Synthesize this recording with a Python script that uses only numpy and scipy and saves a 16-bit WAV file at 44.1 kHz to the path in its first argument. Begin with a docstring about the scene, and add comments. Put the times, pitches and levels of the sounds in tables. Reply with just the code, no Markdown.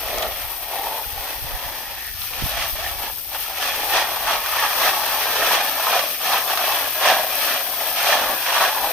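"""A hose jet plays on a plastic colander of snails, stirred by hand, outdoors on concrete.
From the start, clumps of drops drum on the wet basin and patter on the shells over the hiss of spray,
while shells click and a light breeze rumbles on the two microphone ports. From about three seconds the
jet surges more often as shells move through it. By five seconds the breeze has died away and the
microphone is nearer; the sharpest run of knocks follows, and the washing surges on to the end."""
import sys
import numpy as np
from scipy import signal
from scipy.fft import rfft, irfft
from scipy.io import wavfile
from scipy.ndimage import uniform_filter1d

SR = 44100
rng = np.random.default_rng(int(sys.argv[2]) if len(sys.argv) > 2 else 0)


def output_pcm(signal):
    """Save a mono or channel-first signal as 16-bit PCM at the path in sys.argv[1].

    Samples are clipped to [-1, 1] before scaling.
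    """
    pcm = np.clip(np.atleast_2d(signal).T, -1, 1) * 32767
    wavfile.write(sys.argv[1], SR, np.round(pcm).astype(np.int16))


N = 393372
TIME = np.arange(N) / SR
FREQ = np.fft.rfftfreq(N, 1 / SR)
REST_PATTER_DB, REST_DRUM_DB, REST_THRUM_DB = -31.5, -31.5, -47  # the jet at rest, heard from near
WAVER_HZ = 9  # bandwidth of the jet's slow unsteadiness


def gain_of(db):
    """Amplitude ratio of a level in decibels."""
    return 10 ** (np.asarray(db) / 20)


def unit_rms(x):
    """Normalisation to an rms of 1."""
    return x / np.sqrt(np.mean(x ** 2) + 1e-20)


def over_frequency(points):
    """Linear interpolation of a table over log frequency."""
    hz, value = np.transpose(points)
    return np.interp(np.log(FREQ + 1), np.log(hz + 1), value)


def over_time(rows):
    """Linear interpolation of each column of a table over time."""
    seconds, *columns = np.transpose(rows)
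    return [np.interp(TIME, seconds, column) for column in columns]


def swell(crest_s, length_s, edge):
    """A pulse of height 1 and half-height width length_s: edge 2 is Gaussian, more is squarer."""
    return .5 ** np.minimum(abs(2 * (TIME - crest_s) / length_s) ** edge, 40)


def add_swells(gain, rows):
    """Incoherent addition: swells join a gain in power."""
    swell_power = sum((gain_of(db) * swell(s, length, edge=1.7)) ** 2 for s, length, db in rows)
    return np.sqrt(gain ** 2 + swell_power)


def wander(top_hz):
    """Random modulation of rms 1, rolling off above top_hz and free of long drift."""
    shape = FREQ / (FREQ + 8) / (1 + (FREQ / top_hz) ** 2)
    return unit_rms(irfft(rfft(rng.standard_normal(N)) * shape, N))


def colour(x, db):
    """Minimum-phase filtering: the response is causal, so every click rings after its onset."""
    log_gain = np.log(gain_of(np.maximum(db, -100)))
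    cepstrum = irfft(log_gain, N)
    cepstrum[1:N // 2] *= 2
    cepstrum[N // 2 + 1:] = 0
    return irfft(rfft(x) * np.exp(rfft(cepstrum)), N)


def mode_peaks(modes, lift_db):
    """Gain in dB of Lorentzian resonances standing out of a flat response."""
    power = sum(gain_of(db + lift_db) ** 2 / (1 + (2 * (FREQ - hz) / width) ** 2)
                for hz, width, db in modes)
    return 10 * np.log10(1 + power)


def resonate(x, hz, *widths_hz):
    """Damped resonators in series, one per bandwidth, tuned to the curve hz; each steepens the skirts."""
    rotation = np.exp(2j * np.pi * np.cumsum(hz) / SR)
    for width in widths_hz:
        pole = np.exp(-np.pi * width / SR)
        x = 2 * (rotation * signal.lfilter([1 - pole], [1, -pole], x / rotation)).real
    return x


def drops(per_s, spread_db):
    """Shot noise: two impulse trains with the same random moments and sizes but independent signs."""
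    lands = rng.random(N) < per_s / SR
    size = gain_of(spread_db * np.minimum(rng.exponential(1, N), 4))
    return unit_rms(lands * size * rng.choice([-1., 1.], (2, N)))


def ports(pair):
    """Partial coherence: left and right agree in the bass, not in the treble; their mean has rms 1."""
    # Each row: frequency in Hz, coherence from 0 to 1.
    coherence = [(100, 0.97), (800, 0.95), (1300, 0.8), (1550, 0.76), (1750, 0.66), (2100, 0.58),
                 (2500, 0.63), (3100, 0.32), (4000, 0.037), (5000, 0.077), (15000, 0.046)]
    # Each row: frequency in Hz, left minus right level in dB.
    balance = [(200, 0.5), (700, 0.6), (1200, -0.8), (1500, 3), (1850, -1), (2100, 0.5), (2450, -0.5),
               (2800, -2), (3300, -5), (4100, 1), (7000, 0), (9200, 0), (11200, 12.5), (15500, 9.5)]
    # Each row: frequency in Hz, phase lead of the left in radians.
    phase_lead = [(300, .05), (700, 0), (1200, -.05), (1400, .35), (1600, -.2), (2050, .3), (2300, 0),
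                  (2900, -.5), (3600, 1.9), (4300, 2.2)]
    left, unrelated = rfft(pair)
    alike = np.clip(over_frequency(coherence), 0, 1)
    lean = gain_of(over_frequency(balance) / 2)
    right = (alike * left + np.sqrt(1 - alike ** 2) * unrelated) * np.exp(-1j * over_frequency(phase_lead))
    out = irfft(np.array([left * lean, right / lean]), N)
    return out / np.std(out.mean(0))


def jet():
    """The driving force: patter, drum and thrum levels in dB, summed in power, and the hollow's pitch."""
    # The microphone's nearness to the basin. Each row: time in seconds, gain of the resting jet in dB.
    nearness = [(0, -3), (1.9, -7.5), (3.4, -5), (4.2, -4.5), (5.2, 0.5), (6.8, 0), (8.92, -0.5)]
    # The hand or the nozzle moves shells through the jet.
    # Each row: crest time and length in seconds, then patter, drum and thrum levels in dB.
    surges = [(0.144, 0.16, -39, -30.5, -40), (0.23, 0.11, -44, -25, -41), (0.753, 0.13, -49, -36, -48),
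              (0.88, 0.35, -51, -28.5, -44.5), (1.314, 0.3, -38.5, -34, -46),
              (1.61, 0.44, -44, -35.5, -48.5), (2.414, 0.17, -32, -49, -47),
              (2.602, 0.23, -28.5, -31, -49.5), (2.844, 0.11, -30, -33, -47),
              (3.055, 0.091, -32, -32, -40.5), (3.343, 0.045, -29, -26.5, -62), (3.5, 0.018, -39, -33, -60),
              (3.657, 0.15, -24.5, -30.5, -46), (3.81, 0.14, -29.5, -29.5, -40.5),
              (3.97, 0.11, -21, -20, -40), (4.12, 0.2, -32, -28, -44), (4.315, 0.12, -24.5, -23, -42),
              (4.615, 0.28, -26.5, -27.5, -53), (4.847, 0.12, -22.5, -21, -41),
              (5.09, 0.71, -32.5, -29, -47), (5.473, 0.36, -25.5, -24, -41.5),
              (5.542, 0.086, -21, -21.5, -41), (5.868, 0.11, -28.5, -24.5, -55),
              (5.965, 0.11, -24, -22.5, -46), (6.27, 0.074, -26.5, -36, -52),
              (6.34, 0.075, -21.5, -20.5, -45), (6.496, 0.082, -26.5, -24, -59),
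              (6.706, 0.24, -26.5, -25.5, -59), (7.06, 0.047, -22, -20, -60),
              (7.095, 0.13, -19.5, -17.5, -54), (7.196, 0.21, -37, -26, -47), (7.48, 0.23, -26, -31.5, -47),
              (7.844, 0.22, -37, -35.5, -52), (7.99, 0.067, -23.5, -32, -58),
              (8.126, 0.17, -21, -19.5, -46), (8.296, 0.2, -47.5, -24, -36), (8.514, 0.16, -25.5, -25, -59),
              (8.623, 0.16, -22.5, -20, -44), (8.848, 0.16, -38, -23.5, -39)]
    # The jet slips through a gap in the heap.
    # Each row: middle time and length in seconds, then patter and drum changes in dB.
    lulls = [(0.597, 0.16, -3.5, -3), (1.086, 0.095, -3, -9), (1.408, 0.1, -4, -8.5),
             (2.128, 0.043, -8, -2), (2.15, 0.27, -0.5, -11.5), (2.287, 0.034, 0, -11),
             (2.73, 0.044, -7, -9), (3.222, 0.22, -8.5, -11.5), (3.436, 0.089, 1.5, -5.5),
             (6.164, 0.11, -3, -10.5), (6.463, 0.039, -9, -3), (6.924, 0.041, -3, -8),
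             (7.27, 0.082, -1, -1.5), (7.705, 0.19, -2.5, -2), (8.404, 0.13, 0.5, -5.5)]
    # Each stroke of the hand reshapes the hollow dug by the jet. Each row: time in seconds, pitch in Hz.
    hollow = [(0, 710), (0.2, 633), (0.35, 690), (0.55, 875), (0.74, 800), (0.84, 816), (1.0, 850),
              (1.25, 810), (1.7, 865), (2.6, 736), (2.85, 725), (3.05, 860), (3.65, 773), (4.3, 826),
              (4.6, 890), (4.85, 725), (5.08, 900), (5.43, 710), (5.55, 770), (5.75, 790), (5.88, 900),
              (5.98, 660), (6.2, 680), (6.35, 796), (6.6, 760), (6.8, 766), (7.0, 714), (7.1, 780),
              (7.25, 686), (7.5, 690), (7.7, 730), (7.9, 740), (8.15, 756), (8.37, 774), (8.47, 950),
              (8.53, 900), (8.6, 770), (8.67, 730), (8.76, 875), (8.92, 754)]
    near_db, = over_time(nearness)
    power = gain_of(np.array([[REST_PATTER_DB], [REST_DRUM_DB], [REST_THRUM_DB]]) + near_db) ** 2
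    for s, length, *levels_db in surges:
        edge = np.where(TIME < s, 1.73, 1.7)  # the rise is slightly squarer than the fall
        power += (gain_of(levels_db)[:, None] * swell(s, length, edge)) ** 2
    patter_db, drum_db, thrum_db = 10 * np.log10(power)
    waver = wander(WAVER_HZ)
    patter_shift_db, drum_shift_db = 1.02 * waver, 0.63 * waver
    for s, length, patter_change_db, drum_change_db in lulls:
        lull = swell(s, length, edge=3.3)
        patter_shift_db += patter_change_db * lull
        drum_shift_db += drum_change_db * lull
    hollow_hz = over_time(hollow)[0] * (1 + 0.011 * wander(WAVER_HZ))
    return patter_db + patter_shift_db, drum_db + drum_shift_db, thrum_db + 0.38 * drum_shift_db, hollow_hz


def drumming(level_db, hollow_hz, clumps):
    """Impact excitation: heavy drops beat the wet plastic and ring the hollow that they dig."""
    # The wet plastic. 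Each row: frequency in Hz, relative spectral level in dB.
    spectrum = [(100, -54), (200, -36.5), (400, -13.5), (560, -1.5), (750, -6.5), (1000, -8.5),
                (1400, -13.5), (2200, -21), (4000, -7.5), (9000, -61)]
    # The loaded basin's resonance. Each row: frequency and bandwidth in Hz, relative level in dB.
    modes = [(682, 107, -8)]
    basin_db = over_frequency(spectrum) + mode_peaks(modes, lift_db=15.5)
    beats = colour(drops(per_s=4500, spread_db=3.0), basin_db)
    hollow = resonate(drops(per_s=4000, spread_db=2.0), hollow_hz, 150, 800)
    drum = unit_rms(beats) + gain_of(3.5) * unit_rms(hollow)
    return ports(drum) * gain_of(level_db - 2.0 + 1.73 * clumps)


def mesh(drum_db, clumps):
    """Resonance of the mesh floor, slapped by drops wherever the hand has thinned the heap."""
    # Each row: time in seconds, level relative to drum_db in dB, pitch in Hz.
    floor_ring = [(0, -7.5, 1190), (0.85, -21, 1160), (1.5, -12.5, 1160), (3.7, -13.5, 1200),
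                  (4.5, -2, 1130), (5.5, -9, 1190), (6.6, -6, 1130), (7.1, -9.5, 1070), (8.2, -9.5, 1170),
                  (8.65, -5, 1130), (8.92, -16, 1170)]
    share_db, pitch_hz = over_time(floor_ring)
    pitch_hz *= 1 + 0.042 * wander(WAVER_HZ)
    ring = resonate(drops(per_s=900, spread_db=2.5), pitch_hz, 215, 490)
    return ports(ring) * gain_of(drum_db + share_db + 0.79 * clumps)


def thrum(level_db, clumps):
    """Forced vibration: the whole basin shakes under the push of the jet."""
    # Each row: frequency in Hz, relative spectral level in dB.
    spectrum = [(60, -7), (100, -8), (150, -23), (200, -8), (300, -2), (420, -1), (600, -1.5),
                (1200, -24.5)]
    shake = colour(drops(per_s=930, spread_db=-0.5), over_frequency(spectrum))
    return ports(shake) * gain_of(level_db + 0.88 * clumps + 0.54 * wander(WAVER_HZ))


def wall(patter_db, drum_db, clumps):
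    """Resonance of the colander's side, driven by splashes; its pitch sinks as the washing goes on."""
    # The jet itself grazes the side. Each row: crest time and length in seconds, level in dB.
    grazes = [(1.807, 0.68, -42.5), (2.05, 0.098, -38), (2.86, 0.046, -36), (4.615, 0.162, -33),
              (8.35, 0.25, -36), (8.66, 0.046, -26)]
    start_hz, settled_hz, settle_s = 1923, 1663, 4.2
    splash_db = -39.5 + 0.81 * (patter_db - REST_PATTER_DB) + 0.39 * (drum_db - REST_DRUM_DB)
    strength = add_swells(gain_of(splash_db), grazes)
    pitch_hz = settled_hz + (start_hz - settled_hz) * np.exp(-TIME / settle_s)
    ring = resonate(drops(per_s=3500, spread_db=2.5), pitch_hz, 430, 430)
    return ports(ring) * strength * gain_of(0.93 * clumps + 0.37 * wander(WAVER_HZ))


def patter(level_db, clumps):
    """Impact noise of drops bursting on hard shells: large drops sound low, small ones high."""
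    # Each row: frequency in Hz, relative spectral level in dB.
    spectrum = [(120, -44), (300, -21.5), (800, -6.5), (1300, -4.5), (2100, -5), (3200, 0.2), (4300, 0.5),
                (5800, 2), (7000, -5), (9000, -2), (12000, -10), (16000, -34)]
    # The shells' resonances. Each row: frequency and bandwidth in Hz, relative level in dB.
    modes = [(1280, 160, 2), (2450, 650, 3.5), (3340, 210, 0)]
    crossover_hz = 2900
    shells_db = over_frequency(spectrum) + mode_peaks(modes, lift_db=7.0)
    small_share = np.clip(1 / (1 + (crossover_hz / (FREQ + 1)) ** 8), 1e-6, 1 - 1e-6)
    large = colour(drops(per_s=6000, spread_db=2.5), shells_db + 10 * np.log10(1 - small_share))
    small = colour(drops(per_s=10000, spread_db=1.5), shells_db + 10 * np.log10(small_share))
    return ports(large + small) * gain_of(level_db - 0.83 + 0.26 * clumps)


def clatter(patter_db):
    """Free vibration of jostled shells: each rings briefly at a pitch set by its size."""
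    ticks_per_s, t60_s, spread_db = 300, 0.028, 3.0
    t, out = np.arange(1500) / SR, np.zeros((2, N))
    for when, smallness, force, left, right in rng.random((int(ticks_per_s * N / SR), 5)):
        hz = 950 * 4.8 ** smallness
        db = spread_db * min(-np.log(1 - force), 4)
        ring = np.sin(2 * np.pi * hz * t) * gain_of(db - 60 * t / t60_s) / np.sqrt(hz)
        span = out[:, int(when * N):][:, :len(t)]
        span += np.sign([[left - .5], [right - .5]]) * ring[:span.shape[1]]
    ticks = colour(out, over_frequency([(150, -25), (900, 2)]))  # the ticks carry no bass
    stirring_db = 0.18 * (patter_db - REST_PATTER_DB)  # a stirred heap rattles more
    return ports(ticks) * gain_of(patter_db - 8.5 + stirring_db)


def echoes(x, hollow_hz, heap_paths=10):
    """Comb filtering: early reflections interfere, shifting with the hollow and the moving shells."""
    # Paths off the wall. 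Each row: delay in seconds, relative gain with a low and a high hollow pitch.
    bounces = [(0.0012, 0.02, 0.076), (0.00163, 0.06, 0.0084)]
    highness = np.clip((hollow_hz - 650) / 200, 0, 1)
    paths = [(delay_s, low + (high - low) * highness) for delay_s, low, high in bounces]
    scatter_gain, changes_per_s = 0.3, 9
    moments = np.arange(0, TIME[-1] + 1, 1 / changes_per_s)
    for delay_s in np.geomspace(0.002, 0.007, heap_paths):  # paths through the heap open and close
        opening = np.interp(TIME + rng.random() / 2, moments, rng.standard_normal(len(moments)))
        paths.append((delay_s, scatter_gain / np.sqrt(heap_paths) * unit_rms(opening)))
    dulled = uniform_filter1d(x, size=5, axis=1)
    reflected = sum(gain * np.pad(dulled, ((0, 0), (round(delay_s * SR), 0)))[:, :N]
                    for delay_s, gain in paths)
    return (x + reflected) / np.sqrt(1 + sum(gain ** 2 for _, gain in paths) / 2)


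def spray(clumps):
    """Dense shot noise: fine mist hisses from the nozzle, coarser droplets fizz where the jet lands."""
    # The spray grows as the microphone nears. Each row: time in seconds, relative mist and fizz in dB.
    levels = [(0, -32.7, -43.5), (0.5, -33, -48.5), (0.85, -32, -45), (1.9, -36, -44.5), (2.6, -33, -44),
              (3.3, -33, -45), (4.2, -31, -43), (5.0, -28, -37), (6.8, -28, -39.5), (8.92, -28.5, -40)]
    # The hiss flares or falters. Each row: middle time and length in seconds, change in dB.
    flares = [(2.23, 0.085, 3.5), (2.478, 0.082, 4), (2.7, 0.078, 3), (3.414, 0.06, 3), (3.533, .046, -2),
              (3.89, 0.1, 3.5), (4.836, 0.16, 4), (5.497, 0.06, 3.5), (5.596, 0.065, -4.5),
              (6.18, .08, -3.5), (6.672, .05, 2), (7.418, 0.15, 2)]
    # Each row of both spectra: frequency in Hz, relative spectral level in dB.
    mist_spectrum = [(4000, -40), (7000, -12), (8500, -1), (10500, -3.5), (11700, 2), (13000, 3),
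                     (15500, 0.5)]
    fizz_spectrum = [(300, -13.5), (1200, -31), (3000, -4), (5500, -0.7), (7000, -9.5), (9000, -40)]
    mist_db, fizz_db = over_time(levels)
    flare_db = sum(db * swell(s, length, edge=5.3) for s, length, db in flares) + 0.66 * wander(top_hz=3.8)
    fine = drops(per_s=16000, spread_db=3.5) + gain_of(-18) * drops(per_s=19, spread_db=1.0)
    mist = ports(colour(fine, over_frequency(mist_spectrum)))
    mist *= gain_of(mist_db + flare_db + 0.76 * wander(top_hz=150))
    fizz = ports(colour(drops(per_s=6000, spread_db=2.5), over_frequency(fizz_spectrum)))
    fizz *= gain_of(fizz_db + 0.98 * flare_db)
    return (mist + fizz) * gain_of(2.5 + .5 * clumps)


def breeze():
    """Turbulent pressure: eddies differ at each port and are stronger on the right."""
    # The breeze dies away. Each row: time in seconds, relative level in dB.
    levels = [(0, -45), (0.7, -53), (1.9, -51), (2.6, -39), (3.5, -52), (4.4, -51.5), (4.9, -61.5),
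              (8.92, -65)]
    # Each row: crest time and length in seconds, relative level in dB.
    gusts = [(0.222, 0.19, -42), (0.46, 0.046, -39), (1.076, 0.028, -38), (1.175, 0.07, -40.5),
             (1.447, 0.12, -40), (1.54, 0.058, -34), (1.678, .05, -38.5), (2.163, .1, -45),
             (2.444, 0.06, -33), (3.778, 0.17, -54), (4.267, 0.048, -43)]
    # Each row: frequency in Hz, relative spectral level in dB.
    spectrum = [(10, -23), (28, 3), (55, 3), (100, -5.5), (160, -16.5), (300, -29.5), (900, -47)]
    # Gusts slap the ports. Each row: time in seconds, relative peak in dB, width in seconds.
    slaps = [(1.132, -32, 0.0032), (1.447, -26.5, 0.0021), (2.4245, -23, 0.00091), (2.440, -19, 0.0021),
             (2.46, -23, 0.0012)]
    level_db, = over_time(levels)
    strength = add_swells(gain_of(level_db), gusts)
    eddies = colour(rng.standard_normal((2, N)), over_frequency(spectrum))
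    eddies *= gain_of(2 * np.tanh(wander(top_hz=30)))
    out = eddies / np.std(eddies.mean(0)) * strength * gain_of([[-3], [3.5]])
    for s, db, width in slaps:
        offset = (TIME - s) / width
        push_pull = -offset * np.exp((1 - offset ** 2) / 2)
        out += gain_of(db) * push_pull * gain_of([[-10], [4]])
    return out


def knocks():
    """Collisions of shell on shell or plastic: a crack and a damped ring, coloured by the heap."""
    # Each row: start in seconds, relative crack level in dB, the crack's 60 dB decay time in seconds,
    # relative ring level in dB, ring pitch in Hz.
    collisions = [(0.085, -27, 0.02, -26, 2020), (0.2235, -16, 0.056, -28, 2930),
                  (0.228, -19, 0.03, -29, 1780), (0.869, -29, 0.02, -13, 900),
                  (1.3056, -23, 0.025, -32, 3170), (2.217, -21.5, 0.035, -27, 4060),
                  (2.3348, -23, 0.025, -26, 2450), (2.842, -28, 0.03, -25, 1670),
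                  (3.348, -29, 0.025, -24, 1450), (4.161, -20, 0.025, -18, 1010),
                  (4.461, -15, 0.025, -20, 1520), (5.543, -24, 0.03, -11.5, 1120),
                  (5.869, -19, 0.035, -9.5, 1160), (5.932, -23, 0.025, -10, 1250),
                  (5.993, -13, 0.025, -21, 1230), (6.344, -26, 0.03, -12, 990),
                  (6.477, -19, 0.03, -26, 3430), (6.574, -13, 0.043, -12.5, 1240),
                  (6.723, -16, 0.025, -17, 1150)]
    ring_t60_s = 0.021
    t, out = np.arange(2000) / SR, np.zeros((2, N))
    for s, crack_db, crack_t60_s, ring_db, hz in collisions:
        crack = rng.standard_normal((2, len(t))) * gain_of(crack_db - 60 * t / crack_t60_s)
        ring = np.sin(2 * np.pi * hz * t) * gain_of(ring_db - 60 * t / ring_t60_s)
        span = out[:, round(s * SR):][:, :len(t)]
        span += crack + ring
    heap_db = over_frequency([(150, -27), (700, -2.0), (3500, 5.0), (7000, -6.5), (15000, -11)])
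    return colour(out, heap_db)


def spits():
    """Band-limited transients: stray drops burst with tiny ticks, louder on the left."""
    # Each row: start in seconds, level before filtering in dB, centre frequency in Hz.
    stray_drops = [(0.184, -10, 5500), (1.243, -16, 12500), (1.492, -18, 12500), (2.068, -13, 12500),
                   (3.185, -16, 12500), (3.427, -16, 12500), (3.584, -13, 12500), (6.421, -10, 12500),
                   (7.683, -26, 12500), (8.03, -8, 12500)]
    t60_s, width_hz = 0.0098, 3100
    t, out = np.arange(400) / SR, np.zeros((2, N))
    for s, db, hz in stray_drops:
        burst = rng.standard_normal((2, len(t))) * gain_of(db - 60 * t / t60_s)
        span = out[:, round(s * SR):][:, :len(t)]
        span += [resonate(side, np.full(len(t), hz), width_hz) for side in burst]
    return out * gain_of([[2], [-4]])


def scene():
    """Superposition with common modulation: the clumps of one jet shake the water layers together."""
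    patter_db, drum_db, thrum_db, hollow_hz = jet()
    clumps = unit_rms(np.tanh(wander(top_hz=65.4)))  # the flow of the hose bounds the size of a clump
    basin = drumming(drum_db, hollow_hz, clumps) + mesh(drum_db, clumps)
    basin += thrum(thrum_db, clumps) + wall(patter_db, drum_db, clumps)
    shells = patter(patter_db, clumps) + clatter(patter_db) + knocks()
    return echoes(basin + shells, hollow_hz) + spray(clumps) + spits() + breeze()


def record(dry):
    """Microphone response: two treble notches, soft saturation of the peaks, then a band limit."""
    # Each row: frequency and bandwidth in Hz, depth from 0 to 1.
    notches = [(7570, 630, 1), (10080, 700, 0.8)]
    ceiling, cutoff_hz = .85, 15560
    dips = [1 - depth / (1 + (2 * (FREQ - hz) / width) ** 2) for hz, width, depth in notches]
    notched = irfft(rfft(dry) * np.prod(dips, axis=0), N)
    saturated = notched / (1 + (notched / ceiling) ** 6) ** (1 / 6)
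    lowpass = signal.firwin(1023, cutoff_hz, window=("kaiser", 8), fs=SR)
    return signal.oaconvolve(saturated, lowpass[None], "same")


dry = scene()
out = record(dry)
output_pcm(out)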